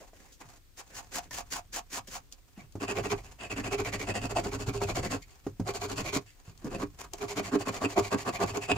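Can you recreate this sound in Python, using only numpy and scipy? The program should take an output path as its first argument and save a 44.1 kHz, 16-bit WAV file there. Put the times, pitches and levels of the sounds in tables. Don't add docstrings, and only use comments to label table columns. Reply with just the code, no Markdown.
import sys
import numpy as np
from scipy import signal
from scipy.fft import rfft, irfft, next_fast_len
from scipy.io import wavfile
from scipy.ndimage import uniform_filter1d

SR = 44100
rng = np.random.default_rng(int(sys.argv[2]) if len(sys.argv) > 2 else 0)


def to_wav(sig):
    pcm = np.clip(np.atleast_2d(sig), -1, 1) * 32767
    pcm = np.round(pcm).astype(np.int16)
    wavfile.write(sys.argv[1], SR, pcm.T)


def convert_level_to_amplitude(level_db):
    exponent = np.asarray(level_db, float) / 20
    return 10 ** exponent


N = 386757

# (frequency [Hz], width [Hz], level [dB])
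FILE_MODES = [(4520, 355, 2.5), (4700, 1400, -2), (7050, 960, -0.5), (9240, 4100, -15), (16100, 5700, -23),
              (3100, 1070, -8.5)]
# (frequency [Hz], width [Hz], level [dB])
STICK_MODES = [(708, 66, 13.5), (1149, 132, -1.5), (1007, 590, -3), (1405, 480, 4), (612, 72, 5.5)]
# (frequency [Hz], width [Hz], level [dB])
BENCH_MODES = [(155, 13, -21), (215.3, 40.7, -0.9), (291.4, 14.8, 1.5), (334.5, 25, -2.4), (403, 26, 3.5),
               (471, 32.5, -2)]
# (frequency [Hz], width [Hz], level [dB])
DUST_MODES = [(4760, 2560, -4), (6880, 1300, 1.5), (10000, 6200, -14), (15800, 1300, -16), (3130, 930, -12)]
# (frequency [Hz], width [Hz], level [dB])
PALM_MODES = [(712, 71, 4.5), (1003, 386, -0.5), (1680, 410, -2), (2260, 670, -4.5)]
# (frequency [Hz], width [Hz], level [dB])
MAT_MODES = [(203, 133, 0), (300, 215, 1), (557, 140, -2)]


def rms_one(x):
    return x / np.sqrt(np.mean(x ** 2) + 1e-20)


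def evened(x, window_s):
    power = uniform_filter1d(np.mean(x ** 2, axis=0), int(window_s * SR))
    return x / np.sqrt(power + 1e-20)


def in_time(rows):
    s, *columns = np.transpose(rows)
    t = np.arange(N) / SR
    return [np.interp(t, s, column) for column in columns]


def at_hz(points, hz):
    point_hz, value = np.transpose(points)
    return np.interp(np.log(hz), np.log(point_hz), value)


def drift(rate_hz):
    r = np.exp(-2 * np.pi * rate_hz / SR)
    noise = rng.standard_normal(N + 9000)
    return rms_one(signal.lfilter([1], [1, -2 * r, r * r], noise)[9000:])


def resonate(x, hz, width_hz):
    r = np.exp(-np.pi * width_hz / SR)
    feed = np.array([1, 0, -1]) * (1 - r * r) / 2
    return signal.lfilter(feed, [1, -2 * r * np.cos(2 * np.pi * hz / SR), r * r], x + 1e-18)


def to_ports(pair, hz):
    # (frequency [Hz], likeness [0-1])
    port_likeness = [(60, 0.98), (130, 1), (290, 0.92), (640, 0.59), (1410, 0.16), (3100, 0.12),
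                     (6820, 0.057), (15000, 1)]
    lean_db = -0.66
    phased = 0.043
    alike = np.clip(at_hz(port_likeness, hz), 0, 1)
    lean = convert_level_to_amplitude(lean_db / 2 * np.array([[1], [-1]]))
    quarter_turn = np.gradient(pair[0]) / np.sin(2 * np.pi * hz / SR)
    side = np.sqrt(phased) * quarter_turn + np.sqrt(1 - phased) * pair[1]
    return lean * (np.sqrt(1 + alike) * pair[0] + np.sqrt(1 - alike) * side * [[1], [-1]])


def grit(per_s, spread_db, lumps_db, lumps_hz):
    size_db = spread_db * np.minimum(rng.exponential(1, N), 5) + lumps_db * drift(lumps_hz)
    clicks = rng.random(N) < per_s / SR
    return rms_one(convert_level_to_amplitude(size_db) * clicks * rng.standard_normal((2, N)))


def strokes(rows, rise, fall):
    power, progress = np.zeros((len(rows[0]) - 3, N)), np.zeros(N)
    for start, length, place, *level_db in rows:
        place = np.clip(place, .05, .95)
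        first = max(int((start - .06) * SR), 0)
        i = np.arange(first, min(int((start + length + 0.11) * SR), N))
        from_peak = np.abs(i / SR - start - length * place)
        before = i / SR < start + length * place
        swell = (from_peak / (length * place)) ** rise
        release = (from_peak / (length * (1 - place))) ** fall
        drop_db = 7.8 * np.minimum(np.where(before, swell, release), 12)
        power[:, i] += convert_level_to_amplitude(np.array(level_db)[:, None] - drop_db) ** 2
        progress[i] = np.clip((i / SR - start) / length, 0, 1)
    return *np.sqrt(power), progress


def body(clicks, pressure, modes, shift_db={}):
    scale = np.sqrt(sum(convert_level_to_amplitude(2 * db) * np.pi * width / SR for hz, width, db in modes))
    total = 0
    for k, (hz, width, db) in enumerate(modes):
        push = clicks * pressure * convert_level_to_amplitude(shift_db.get(k, 0))
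        total = total + (-1) ** k * convert_level_to_amplitude(db) * to_ports(resonate(push, hz, width), hz)
    return total / scale


def room_tone():
    # (frequency [Hz], density [dB per Hz])
    hiss_colour = [(15, -44), (25, 7.0), (213, -22), (257, -15), (879, -30.0), (1060, -27.5), (8100, -30.5),
                   (11200, -37.5), (15000, -29.0), (16000, -35)]
    hz = np.maximum(np.fft.rfftfreq(N, 1 / SR), 1)
    hiss = irfft(rfft(rng.standard_normal((2, N))) * convert_level_to_amplitude(at_hz(hiss_colour, hz)), N)
    return convert_level_to_amplitude(-59.5) * rms_one(hiss)


def workshop(x):
    t60_s, wall_cut_hz = 0.092, 4700
    size = next_fast_len(N + SR)
    w = 2 * np.pi * np.fft.rfftfreq(size)
    dull = 1 / (1 + 1j * w * SR / (2 * np.pi * wall_cut_hz))
    echoes = 0
    for k, lag in enumerate(rng.uniform(0.0067, 0.023, (6, 2, 1)) * SR):
        loop = convert_level_to_amplitude(-60 * lag / SR / t60_s) * dull * np.exp(-1j * w * lag)
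        echoes = echoes + (-1) ** k * loop / (1 - loop)
    return irfft(rfft(x, size) * echoes, size)[:, :N]


def rustle():
    # (time [s], level [dB])
    fidget_curve = [(0, -64), (.28, -78), (.5, -59), (.6, -74), (.7, -105), (.86, -65), (.97, -62),
                    (1.1, -61), (1.65, -75), (2.53, -75), (2.6, -65.5), (2.7, -76), (3.2, -56.5),
                    (3.37, -68), (5.2, -62.5), (5.44, -69.5), (6.4, -68), (6.85, -62.5)]
    bright_db, = in_time(fidget_curve)
    rub = grit(7000, spread_db=1.5, lumps_db=7.0, lumps_hz=23.1)
    low = body(rub, convert_level_to_amplitude(bright_db + 1.5), PALM_MODES + MAT_MODES)
    return low + body(rub, convert_level_to_amplitude(bright_db), DUST_MODES)


def shake(on_stick):
    # (time [s], level [dB])
    arm_load = [(0.0, -64), (0.66, -69.5), (1.39, -53.5), (2.1, -61), (2.15, -53), (2.34, -71),
                (3.17, -47.5), (3.42, -59), (3.56, -48.5), (5.06, -43), (5.3, -63.5), (5.94, -49),
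                (5.98, -44), (6.42, -72), (6.72, -45), (6.94, -55.5), (8.67, -57), (8.77, -37)]
    # (time [s], level [dB])
    panel_blows = [(0.44, -54.5), (0.96, -57), (1.33, -57), (1.99, -55.5), (2.13, -63), (2.579, -48.5),
                   (2.756, -42), (2.98, -40), (4.24, -41), (4.68, -31.5), (4.85, -40), (5.469, -43.5),
                   (5.602, -35), (6.479, -47), (7.989, -37), (8.44, -33.5)]
    idle_db, filed_db, follows_load = -12.5, -4, 0.54
    lag_s, thump_t60_s, thump_sway_db = 0.027, 0.42, -9.5
    load_db, = in_time(arm_load)
    push = rng.standard_normal((2, 2, N))
    sway = resonate(resonate(push[0], 25.0, 44), 28, 83)
    panel = resonate(resonate(push[1], 103, 9.1), 143, 112)

    lag = np.exp(-1 / (lag_s * SR))
    filed = signal.lfilter([1 - lag], [1, -lag], on_stick ** 2)
    filed = filed * convert_level_to_amplitude(filed_db + follows_load * (load_db + 49.5)) ** 2
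    s, db = np.transpose(panel_blows)
    thumps = np.zeros(N)
    thumps[(s * SR).astype(int)] = convert_level_to_amplitude(db)
    thumps = signal.lfilter([1], [1, -convert_level_to_amplitude(-60 / (thump_t60_s * SR))], thumps + 1e-18)

    sway_level = np.hypot(convert_level_to_amplitude(load_db), convert_level_to_amplitude(thump_sway_db) * thumps)
    hum_level = np.sqrt(convert_level_to_amplitude(load_db + idle_db) ** 2 + filed + thumps ** 2)
    return sway_level * evened(to_ports(sway, 49), 0.066) + hum_level * evened(to_ports(panel, 69), 0.14)


def crack(s, level_db, t60_s, modes):
    hits = np.zeros(N)
    hits[np.round(s * SR).astype(int)] = convert_level_to_amplitude(level_db)
    fade = signal.lfilter([1], [1, -convert_level_to_amplitude(-60 / (t60_s * SR))], hits + 1e-18)
    return body(rng.standard_normal((2, N)), fade, modes)


def knocks():
    # (time [s], peak [dB], tick [dB], own ring [Hz],
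    # rattle [s])
    set_downs = [(0.004, -44.5, -62, 580, 0.5), (0.132, -43.5, -65, 655, 0.02),
                 (0.412, -47, -62, 1030, 0.08), (1.309, -37.5, -35, 1810, 0.06),
                 (2.083, -48, -41, 224, 0.11), (2.576, -38, -63, 214, 0.14), (2.754, -29, -48, 320, 0.1),
                 (5.466, -22, -45, 337, 0.053), (5.597, -21, -43.5, 223, 0.11),
                 (6.164, -21, -44, 242, 0.042), (6.644, -26, -41, 218, 0.74),
                 (7.042, -42.5, -64, 1260, 0.17)]
    # (time [s], peak [dB])
    grit_ticks = [(0.877, -36), (1.241, -32), (2.3241, -21), (2.723, -34.5), (4.255, -19), (6.1624, -29),
                  (6.1705, -10), (6.576, -34), (7.1344, -13), (7.9964, -13), (8.4617, -25), (8.5717, -15)]
    longest_rattle_s = 0.036
    s, peak_db, tick_db, own_hz, rattle_s = np.transpose(set_downs)
    t = np.arange(SR // 5) / SR
    onset = 1 - np.exp(-t / 0.00051)
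    shove = 1.1 * np.exp(-t / .0009)
    settle = np.clip((longest_rattle_s - t) / .01, 0, 1)
    out = np.zeros(N + len(t))
    for k in range(len(s)):
        bounces = signal.lfilter([.07], [1, -.955], rng.standard_normal(len(t)))
        decay = convert_level_to_amplitude(-60 * t / max(rattle_s[k], .004))
        push = (shove + bounces) * onset * decay * settle
        rings = 3.5 * resonate(push, own_hz[k], 59)
        for hz, width, _ in BENCH_MODES + STICK_MODES:
            answer_db = -5.5 * np.log2(hz / own_hz[k]) ** 2 + rng.standard_normal()
            rings += convert_level_to_amplitude(answer_db) * resonate(push, hz, min(width, 90))
        at = round(s[k] * SR)
        out[at:at + len(t)] += convert_level_to_amplitude(peak_db[k]) * rings / np.abs(rings).max()
    grit_s, grit_db = np.transpose(grit_ticks)
    tick = crack(s, tick_db - 8.0, 0.1, DUST_MODES)
    return out[:N] + tick + crack(grit_s, grit_db - 17.0, 0.024, FILE_MODES)


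def sweeping():
    # (start [s], length [s], peak place [0-1], level [dB])
    palm_sweeps = [
        (0.77, 0.045, 0.6, -48),
        (0.946, 0.059, 0.43, -42),
        (1.136, 0.059, 1, -38),
        (1.323, 0.086, 0.6, -40),
        (1.509, 0.077, 0.36, -38),
        (1.731, 0.065, 0.57, -37),
        (1.917, 0.078, 0.84, -39),
        (2.108, 0.073, 0.6, -42.5),
    ]
    # (start [s], length [s], dust [dB], palm [dB])
    finger_rubs = [
        (0.001, 0.043, -59.5, -58),
        (0.133, 0.21, -64, -62.5),
        (0.322, 0.033, -55.5, -85),
        (0.405, 0.045, -67, -57.5),
        (0.558, 0.022, -59, -63.5),
        (0.903, 0.038, -62, -55),
        (1.253, 0.022, -63, -58),
        (2.072, 0.024, -50, -52.5),
        (2.315, 0.028, -58, -69),
    ]
    palm_db, mat_db = -2, -10.5
    rows = [(s, length, place, db, db + palm_db, db + mat_db) for s, length, place, db in palm_sweeps]
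    rows += [(s, length, 0.086, db, low_db, low_db) for s, length, db, low_db in finger_rubs]
    end = int(2.5 * SR)
    bright, middle, low, progress = np.array(strokes(sorted(rows), rise=4.5, fall=3.6))[:, :end]
    clicks = grit(14000, spread_db=-3.0, lumps_db=2.0, lumps_hz=63)[:, :end]
    cupping = progress - .65
    palm = body(clicks, middle, PALM_MODES, {0: 22 * cupping, 1: 14 * cupping})
    sweep = body(clicks, bright, DUST_MODES) + palm + body(clicks, low, MAT_MODES)
    return np.pad(sweep, [(0, 0), (0, N - end)])


def file_pressure():
    # (start [s], speed [dB], weight on the wood [dB])
    bout_1 = [
        (2.806, -45.5, 8.5),
        (2.879, -41, 5),
        (2.954, -42, 8.5),
        (3.034, -42, 5),
        (3.1, -39.5, 4),
    ]
    # (start [s], speed [dB], weight on the wood [dB])
    bout_2 = [(3.396, -50.5, 1.3), (3.5, -43, 3.5), (3.564, -43.5, 5.5), (3.638, -42.5, 5.1),
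              (3.711, -40.5, 3.3), (3.78, -43, 7.6), (3.849, -40.5, 1.7), (3.925, -40, 2), (3.989, -43, 2),
              (4.071, -40.5, 3.8), (4.144, -40.5, 0.033), (4.215, -42.5, 3.1), (4.295, -44, 6.7),
              (4.356, -40, 5.5), (4.433, -45, 5.2), (4.52, -41.5, 4.7), (4.591, -42, 0.23),
              (4.666, -41.5, 4.8), (4.731, -44.5, 1.7), (4.81, -40.5, 7.7), (4.875, -42, 3.8),
              (4.951, -38.5, 2.2), (5.028, -41.5, 2), (5.102, -38, 0.1)]
    # (start [s], speed [dB], weight on the wood [dB])
    bout_3 = [
        (5.665, -43, 6.5),
        (5.74, -40.5, -4.5),
        (5.809, -40, -0.5),
        (5.888, -41.5, -0.5),
        (5.964, -39, 1.2),
        (6.044, -42, -3.5),
        (6.129, -36.5, 0),
    ]
    # (start [s], speed [dB], weight on the wood [dB])
    bout_4 = [
        (6.65, -57, 16.6),
        (6.712, -49, 8.8),
        (6.791, -47, 10.6),
    ]
    # (start [s], speed [dB], weight on the wood [dB])
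    bout_5 = [(7.206, -46.5, 10), (7.282, -43, -4), (7.362, -40, 6.5), (7.432, -43, -4.5),
              (7.523, -42.5, 15.5), (7.592, -44, -2), (7.661, -40, 6.5), (7.726, -42.5, -2.5),
              (7.815, -40.5, 10), (7.888, -43, -6), (7.966, -38.5, 9.5), (8.03, -43, -6),
              (8.113, -40, 11.5), (8.177, -43, -7), (8.258, -41, 10), (8.328, -42.5, -6),
              (8.399, -40.5, 10.5), (8.474, -43, -1.5), (8.542, -43.5, 9.5), (8.61, -43.5, -4.5),
              (8.687, -39.5, 10), (8.752, -46, 6)]
    bout_ends = [3.139, 5.16, 6.176, 6.84, 8.79]
    peak_places = [0.44, 0.47, 0.69, 0.69, 0.64]
    # (start [s], length [s], speed [dB], weight [dB])
    file_brushes = [
        (2.564, 0.082, -62.5, -2.5),
        (3.174, 0.03, -53.5, -7),
        (3.248, 0.057, -62.5, -3.5),
        (5.218, 0.019, -51.5, -36),
        (5.28, 0.07, -62.5, -11),
        (6.26, 0.078, -61, -30),
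        (6.454, 0.065, -60.4, -5.5),
        (6.613, 0.03, -64.5, 10.5),
        (7.031, 0.022, -61.5, -3),
        (7.13, 0.019, -55, 1.5),
    ]
    turn_s = 0.027
    stick_db, stick_follows = 2, 0.6
    later_per_db = 0.014

    rows = [(*row, 0.45) for row in file_brushes]
    for bout, end, peak in zip([bout_1, bout_2, bout_3, bout_4, bout_5], bout_ends, peak_places):
        s, speed_db, weight_db = np.transpose(bout)
        stroke_ends = np.append(s[1:] - turn_s, end)
        rows += zip(s, stroke_ends - s, speed_db, weight_db, peak + 0 * s)
    s, length, speed_db, weight_db, place = np.transpose(rows)
    place = place + later_per_db * weight_db
    on_stick_db = speed_db + stick_db + stick_follows * weight_db
    table = np.transpose([s, length, place, speed_db, on_stick_db, speed_db + weight_db])
    return strokes(table, rise=3.4, fall=2.47)


def filing(on_file, on_stick, on_bench, progress):
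    # (time [s], stick first mode [dB], stick second mode [dB], file low mode [dB], backing [dB])
    bite_place = [
        (2.8, -2.5, 10.5, 0, 0),
        (3.75, -0.5, 7, 1, 1.5),
        (4.4, 0.2, 1.5, 1.5, -5),
        (5.2, -3, 7, 2, -6.5),
        (5.7, -0.3, 9, 2.5, -7.5),
        (6.2, -9, 9, 1.5, -6),
        (7.3, -1, 9, 1.5, -5.5),
        (8.45, 0.5, 14.5, 2, -4),
        (8.66, 2.5, 7, 0, 2),
    ]
    # (frequency [Hz], width [Hz], level [dB])
    backing_modes = [(1890, 410, -0.5), (2346, 238, 0.3), (2570, 177, 1.6), (2840, 420, -11)]
    first_db, second_db, low_db, backing_db = in_time(bite_place)
    fine = grit(9000, spread_db=2.0, lumps_db=2.0, lumps_hz=84.0)
    coarse = grit(1500, spread_db=0.0, lumps_db=0.5, lumps_hz=64)
    grip_a, grip_b, grip_c = 3.7 * drift(9.8), 2.6 * drift(3.1), 5.3 * drift(14.2)
    dig_db = 4 * (progress - .5)
    steel = body(fine, on_file, FILE_MODES, {0: low_db})
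    catches = rms_one(coarse + 0.63 * fine)
    stick = body(catches, on_stick * convert_level_to_amplitude(dig_db - 1.5), STICK_MODES, {0: first_db + grip_a, 1: second_db})
    backing = body(fine, on_file * convert_level_to_amplitude(backing_db), backing_modes, {0: grip_b, 1: grip_c, 2: -grip_c})
    bench_shift = {1: grip_b, 2: -grip_a, 3: grip_a, 4: -grip_b}
    bench = body(coarse, on_bench * convert_level_to_amplitude(dig_db), BENCH_MODES, bench_shift)
    return steel + stick + backing + bench


def scene():
    on_file, on_stick, on_bench, progress = file_pressure()
    work = rustle() + knocks() + sweeping() + filing(on_file, on_stick, on_bench, progress)
    return room_tone() + shake(on_stick) + convert_level_to_amplitude(-6.5) * workshop(work) + work


def band_limit(x):
    return signal.sosfilt(signal.butter(12, 16670, fs=SR, output="sos"), x)


def record(dry):
    mid, side = (dry[0] + dry[1]) / 2, (dry[0] - dry[1]) / 2
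    side = side - 0.58 * resonate(side, 300, 220)
    side = signal.sosfilt(signal.butter(2, 8500., fs=SR, output="sos"), side)
    lean_left = 0.52 * resonate(resonate(mid, 7900, 3000), 7900, 3000)
    lean_right = 0.54 * resonate(mid, 16300, 2500)
    side = side + lean_left - lean_right
    top_cut = signal.cheby2(12, 60, 15900 * 1.04, fs=SR, output="sos")
    return band_limit(signal.sosfilt(top_cut, [mid + side, mid - side]))


dry = scene()
out = record(dry)
to_wav(out)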